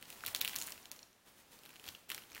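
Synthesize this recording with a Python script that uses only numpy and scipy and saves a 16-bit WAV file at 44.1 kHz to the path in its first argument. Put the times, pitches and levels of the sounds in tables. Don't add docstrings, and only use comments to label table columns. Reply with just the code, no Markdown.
import sys
import numpy as np
from scipy import signal
from scipy.fft import rfft, irfft
from scipy.io import wavfile
from scipy.ndimage import uniform_filter1d, minimum_filter1d

SR = 44100
rng = np.random.default_rng(int(sys.argv[2]) if len(sys.argv) > 2 else 0)


def how_loud(loudness_db):
    steps = np.asarray(loudness_db, float) / 20
    return 10 ** steps


def generate_wav(signal):
    frames = np.transpose(np.atleast_2d(signal))
    scaled = np.clip(frames, -1, 1) * 32767
    pcm = np.round(scaled).astype(np.int16)
    wavfile.write(sys.argv[1], SR, pcm)


N = 105840

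RING_T60_S, RING_RISE_S, RING_DB = .0042, .0001, 1
SIDE_HZ, SIDE_DB, SIDE_FALL_DB = 1395, -6.5, 5
CRACK_T60_S, CRACK_DB = .003, -2.0
TICK_T60_S, TICK_DB, TICK_PEAK_HZ = .0035, 4.5, 13800
SETTLE_T60_S, SETTLE_DB = .09, -7.0
TREMOR_T60_S, TREMOR_DB = .06, -6.0
DULL_SLOWING = .026
THIN_HZ = 1050


def highpass(x, order, hz):
    return signal.sosfilt(signal.butter(order, hz, "high", fs=SR, output="sos"), x)


def rms_one(x):
    return x / np.sqrt(np.mean(x ** 2) + 1e-20)


def unit(x):
    return x / np.sqrt(np.sum(x ** 2))


def dying(noise, t60):
    return unit(noise * how_loud(-60 * np.arange(len(noise)) / SR / t60))


def colour(x, points):
    hz, db = np.transpose(points)
    grid = np.maximum(np.arange(N // 2 + 1) * SR / N, 1)
    gain = how_loud(np.interp(np.log(grid), np.log(hz), db))
    return rms_one(irfft(rfft(x) * gain, N))


def crease_ring(hz, slow, size):
    side = SIDE_HZ * np.arange(1, 6) * (1 + .08 * (rng.random(5) - .5))
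    modes = np.r_[hz, side][:, None]
    late = 0.000392 * np.r_[0, rng.random(5)][:, None]
    octaves = abs(np.log2(side / hz))
    side_db = SIDE_DB - slow * SIDE_FALL_DB * octaves + 8 * (rng.random(5) - .5)
    gains = how_loud(np.r_[0, side_db])
    age = np.maximum(np.arange(size) / SR - late, 0)
    rise = 1 - np.exp(-(age / RING_RISE_S / slow ** 3) ** 2)
    fall = how_loud(-60 * age / RING_T60_S / slow)
    return gains @ (np.sin(2 * np.pi * modes * age) * rise * fall)


def snap(hz, bright_db, size):
    dull_db = min(bright_db, 0)
    ring = crease_ring(hz, 1 - DULL_SLOWING * dull_db, size)
    noise = rng.standard_normal(size)

    near = signal.butter(2, [hz / 2, min(hz * 1.6, 15000)], "band", fs=SR, output="sos")
    crack = signal.sosfilt(near, dying(np.roll(noise, 900), CRACK_T60_S))
    settle = signal.sosfilt(near, dying(np.roll(noise, 1700) ** 3, SETTLE_T60_S))
    body = unit(ring) + how_loud(CRACK_DB + dull_db / 2) * unit(crack)
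    body = body + how_loud(SETTLE_DB + dull_db / 3) * unit(settle)

    tick = highpass(dying(noise, TICK_T60_S), 3, 7500)
    tick = tick + signal.lfilter(*signal.iirpeak(TICK_PEAK_HZ, 3.0, fs=SR), tick)
    tremor = highpass(dying(noise[::-1], TREMOR_T60_S), 3, 1500)
    bright = how_loud(TICK_DB + bright_db) * unit(tick)
    return how_loud(RING_DB) * body + bright + how_loud(TREMOR_DB + bright_db / 2) * tremor


# t/s, body level/dB, ring f/Hz, tick level over body/dB
CREASE_SNAPS = [(0.0129, -55, 3320, 3), (0.0262, -43, 3100, -3), (0.029, -53, 4400, -8),
                (0.0548, -51, 4090, -8), (0.1029, -42, 2630, 1), (0.2067, -44, 2630, -13),
                (0.2372, -33, 1380, -22), (0.2505, -43, 3660, -4), (0.2631, -34, 3530, 4),
                (0.2695, -36, 4350, -4), (0.28, -35, 2450, -4), (0.2849, -38, 1340, -3),
                (0.3483, -25, 3350, -6), (0.362, -33, 5380, -4), (0.4133, -25, 3600, 0),
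                (0.4483, -27, 3140, -6), (0.4553, -31, 2800, -8), (0.4774, -30, 2760, -4),
                (0.4855, -38, 7320, -2), (0.4951, -39, 3190, -2), (0.5326, -41, 3140, -16),
                (0.5446, -39, 2330, -7), (0.5563, -39, 1770, 1), (0.5616, -33, 4390, 3),
                (0.5669, -40, 5040, -3), (0.5868, -37, 6890, 1), (0.5932, -42, 6680, 0),
                (0.6012, -41, 5340, -3), (0.6146, -31, 6930, -9), (0.6229, -34, 6890, -2),
                (0.6334, -41, 7020, -6), (0.6405, -45, 5730, 2), (0.6715, -43, 6890, 4),
              (0.679, -45, 1720, -2), (0.7057, -48, 1890, 4), (0.7213, -36, 4820, -6),
              (0.7567, -52, 2410, -12), (0.7783, -46, 2630, -11), (0.8289, -51, 5770, -20),
              (0.8559, -42, 3010, -15), (0.9155, -39, 4440, 1), (0.9208, -54, 6590, 8),
              (0.9913, -46, 4180, -24), (1.0291, -44, 5560, -30), (1.1295, -59, 6030, -18),
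              (1.5209, -59, 2800, 1), (1.5897, -51, 4350, -7), (1.6352, -49, 2580, -6),
              (1.6536, -53, 2800, 1), (1.6603, -48, 2800, -6), (1.6921, -46, 2670, -7),
              (1.7048, -49, 2450, -10), (1.7389, -53, 2760, -8), (1.7583, -48, 2800, -12),
              (1.7639, -49, 2670, -12), (1.7971, -45, 3060, -12), (1.8409, -48, 3140, -4),
              (1.8652, -45, 3660, -6), (1.8789, -39, 3270, -9),
                (1.8873, -36, 3360, -9), (1.9494, -40, 3100, -24), (2.0941, -48, 2970, 4),
               (2.1017, -36, 2370, 0), (2.1166, -33, 3060, -10), (2.1464, -36, 5450, -3),
               (2.1788, -41, 2070, -5), (2.1843, -44, 2840, -14), (2.2206, -49, 2890, -18),
               (2.2367, -48, 3140, -18), (2.3176, -46, 2450, -9), (2.3303, -49, 5640, -18),
               (2.3488, -41, 2500, -4), (2.3576, -42, 2450, -15), (2.3657, -44, 1810, -20),
               (2.3784, -41, 2020, -12),
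                (0.0397, -56, 3070, -12), (0.1265, -47, 2560, -10), (0.147, -63, 4900, 4),
               (0.278, -42, 2800, -10), (0.3595, -42, 3040, -8), (.3715, -44, 3050, -10),
               (0.4102, -38, 2700, 2), (0.4437, -42, 2400, -14), (0.4795, -37, 2580, -14),
               (0.5592, -42, 4430, 2), (.5845, -42, 6500, -4), (0.9627, -50, 5700, -14),
               (1.73, -56, 5030, -13), (2.1073, -41, 2550, -14), (2.3415, -53, 2480, -9),
               (2.1176, -33, 1400, -7), (0.6148, -36, 2940, -20), (0.7235, -43.5, 3000, -24),
               (1.0302, -49.5, 4120, -30), (0.35, -40, 1330, -14), (2.1467, -36, 3300, -12),
               (2.103, -39, 1400, -4), (.365, -44, 2300, -12), (.4137, -29, 2400, -8), (.422, -42, 3500, 2),
               (.5342, -40, 1900, -14), (.6055, -46, 6000, -6), (.6625, -47, 5800, -10),
               (.6665, -46, 9000, 4), (.6855, -43, 2300, -2), (.696, -46, 9800, 0),
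               (1.8425, -50, 2800, -12), (1.855, -47, 3300, -12), (1.8735, -47, 3300, -12),
               (1.8892, -39, 4500, -8), (1.9512, -45, 3000, -20), (2.0885, -59, 2500, 2),
               (2.0915, -49, 5500, -4), (2.1138, -44, 2800, -14), (2.1218, -45, 2800, -2),
               (2.1295, -48, 3300, -6), (2.152, -50, 3500, -2), (2.301, -53, 3800, -12),
               (2.308, -59, 6200, 2), (2.3185, -50, 6400, -10), (2.3662, -45, 3100, -16),
               (2.3685, -47, 1900, -20), (.9915, -50, 5700, -24), (2.179, -46, 5500, -12),
               (.8562, -48, 5500, -14)]


def snaps():
    out, size = np.zeros(N + SR), 3600
    for s, db, hz, bright_db in CREASE_SNAPS:
        i = int(s * SR)
        out[i:i + size] += how_loud(db + 13.0) * snap(hz, bright_db, size)
    return highpass(out[:N], 4, THIN_HZ)


CRACKLES_PER_S, CRACKLE_SPREAD_DB, CRACKLE_CYCLES, CRACKLE_DB = 300, 4.0, 9.0, -11


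def crackles():
    size_db = CRACKLE_SPREAD_DB * np.minimum(rng.exponential(1, N), 2.5)
    clicks = how_loud(size_db) * (rng.random(N) < CRACKLES_PER_S / SR)
    dealt, t, grains = rng.integers(0, 12, N), np.arange(400) / SR, 0
    for k, hz in enumerate(np.geomspace(1800, 7000, 12)):
        grain = np.sin(2 * np.pi * hz * t) * how_loud(-60 * t * hz / CRACKLE_CYCLES)
        grains = grains + np.convolve(clicks * (dealt == k), grain)[:N]
    return how_loud(CRACKLE_DB) * rms_one(grains)


GRIP_DB = 2.0
# t/s, level/dB
RUB_EFFORT = [(0, -68), (.11, -55), (.22, -60), (0.277, -47), (.335, -53.5), (.45, -50), (0.681, -53),
              (.78, -60.5), (.91, -65), (.925, -59), (1.15, -81), (1.6, -68.5), (1.66, -64.5), (1.82, -64),
              (2.075, -85), (2.098, -52), (2.2, -60), (2.29, -69.5), (2.37, -56)]
# peak t/s, level/dB, rise/s and fall/s per 20 dB
FINGER_SLIDES = [
    (1.276, -62, 0.037, 0.12),
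    (1.386, -62, 0.043, .09),
    (1.531, -59, 0.035, 0.14),
    (1.861, -54.5, 0.054, .2),
]
# f/Hz, level/dB
RUB_COLOUR = [(300, -14.5), (900, 4), (1500, -5), (3000, -0.5), (5000, -2.5), (9000, -2.5), (14000, -2.5),
              (16500, 1)]


def rustle():
    now = np.arange(N) / SR
    power = how_loud(2 * np.interp(now, *np.transpose(RUB_EFFORT)))
    for s, top_db, rise, fall in FINGER_SLIDES:
        drop_db = 20 * np.maximum((s - now) / rise, (now - s) / fall)
        power = power + how_loud(2 * (top_db - drop_db))
    grains = crackles()
    knots = np.arange(0, N + 300, 300)
    grip = np.interp(np.arange(N), knots, rng.standard_normal(len(knots)))
    hiss = how_loud(GRIP_DB * grip) * colour(rng.standard_normal(N), RUB_COLOUR)
    return np.sqrt(power) * (hiss + grains)


BUMP_T60_S, BUMP_RISE_S = 0.13, 0.0087
# t/s, level/dB, f/Hz
TABLE_BUMPS = [
    (0.274, -51.5, 95.6),
    (0.601, -63, 60.3),
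    (1.876, -54, 79),
    (2.3, -61.5, 82),
]


def bumps():
    out = np.zeros(N)
    for s, db, hz in TABLE_BUMPS:
        age = np.maximum(np.arange(N) / SR - s, 0)
        swell = how_loud(db - 60 * age / BUMP_T60_S) * (1 - np.exp(-age / BUMP_RISE_S))
        out += swell * np.sin(2 * np.pi * hz * age)
    return out


ROOM_T60_S, ROOM_DB, ROOM_LIFT = .55, -11, 0.29


def room(x):
    tail = np.r_[np.zeros(150), dying(rng.standard_normal(SR), ROOM_T60_S)]
    tail = signal.lfilter([1, -ROOM_LIFT], [1], tail)
    return how_loud(ROOM_DB) * signal.fftconvolve(x, tail)[:N]


def scene():
    foil = snaps() + rustle()
    return (foil + room(foil) + bumps())[None]


TONE_DB, GATE_SHARE, GATE_RELEASE_S, GATE_KNEE_DB = -67, 0.43, 0.023, -69
# f/Hz, level/dB
TONE_COLOUR = [(15, -51), (25, -0.5), (44, -3.5), (263, 1.5), (2690, -7), (14800, -13),
               (16000, -17)][:-2] + [(15000, -16.5), (16500, -45.0)]


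def gated_room_tone(x):
    log_power = np.log(uniform_filter1d(x ** 2, 200) + 1e-9)
    between = uniform_filter1d(log_power, int(GATE_RELEASE_S * SR))
    over_db = np.maximum(10 * between / np.log(10) - GATE_KNEE_DB, -6)
    return how_loud(TONE_DB + GATE_SHARE * over_db) * colour(rng.standard_normal(N), TONE_COLOUR)


HUSH_S, HUSH_OVER_DB, HUSH_HZ, HUSH_DB = .013, 20, 4500, -16
PATCH_HZ, PATCH_S, PATCH_SPREAD_DB, AFTER_DB = 1800, .007, 4, 7


def level_db(x, width):
    return 10 * np.log10(uniform_filter1d(x ** 2, width) + 1e-12)


def sliding_peak(x, size, origin=0):
    return -minimum_filter1d(-x, size, origin=origin)


def starve(x):
    size, step = int(HUSH_S * SR), int(PATCH_S * SR)
    treble = signal.butter(4, HUSH_HZ, "high", fs=SR, output="sos")
    loud_db = level_db(signal.sosfiltfilt(treble, x), 60)
    ahead_db = sliding_peak(loud_db, size, -(size // 2))
    behind_db = sliding_peak(loud_db, size, (size - 1) // 2) - AFTER_DB
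    here_db = sliding_peak(level_db(how_loud(loud_db), 90), 130)
    under_db = np.maximum(ahead_db, behind_db) - here_db
    out = x.copy()
    for low in np.arange(HUSH_HZ, 14500, PATCH_HZ):
        sos = signal.butter(3, [low, low + PATCH_HZ], "band", fs=SR, output="sos")
        band = signal.sosfiltfilt(sos, x)
        luck = np.repeat(rng.standard_normal(N // step + 2), step)[rng.integers(step):][:N]
        hushed = (under_db + PATCH_SPREAD_DB * luck > HUSH_OVER_DB) & (under_db > 9)
        out -= band * uniform_filter1d(1. * hushed, 60) * (1 - how_loud(HUSH_DB))
    return out


TOP_HZ, TOP_LEAK_DB = 15850, -36


def cut_top(x):
    hz = np.arange(N // 2 + 1) * SR / N
    return irfft(rfft(x) * np.where(hz < TOP_HZ, 1, how_loud(TOP_LEAK_DB)), N)


def band_limit(x):
    return signal.sosfilt(signal.butter(12, 16990, fs=SR, output="sos"), x)


def record(dry):
    mix = starve(dry[0] + gated_room_tone(dry[0]))
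    return band_limit(cut_top(mix)[None])


dry = scene()
out = record(dry)
generate_wav(out)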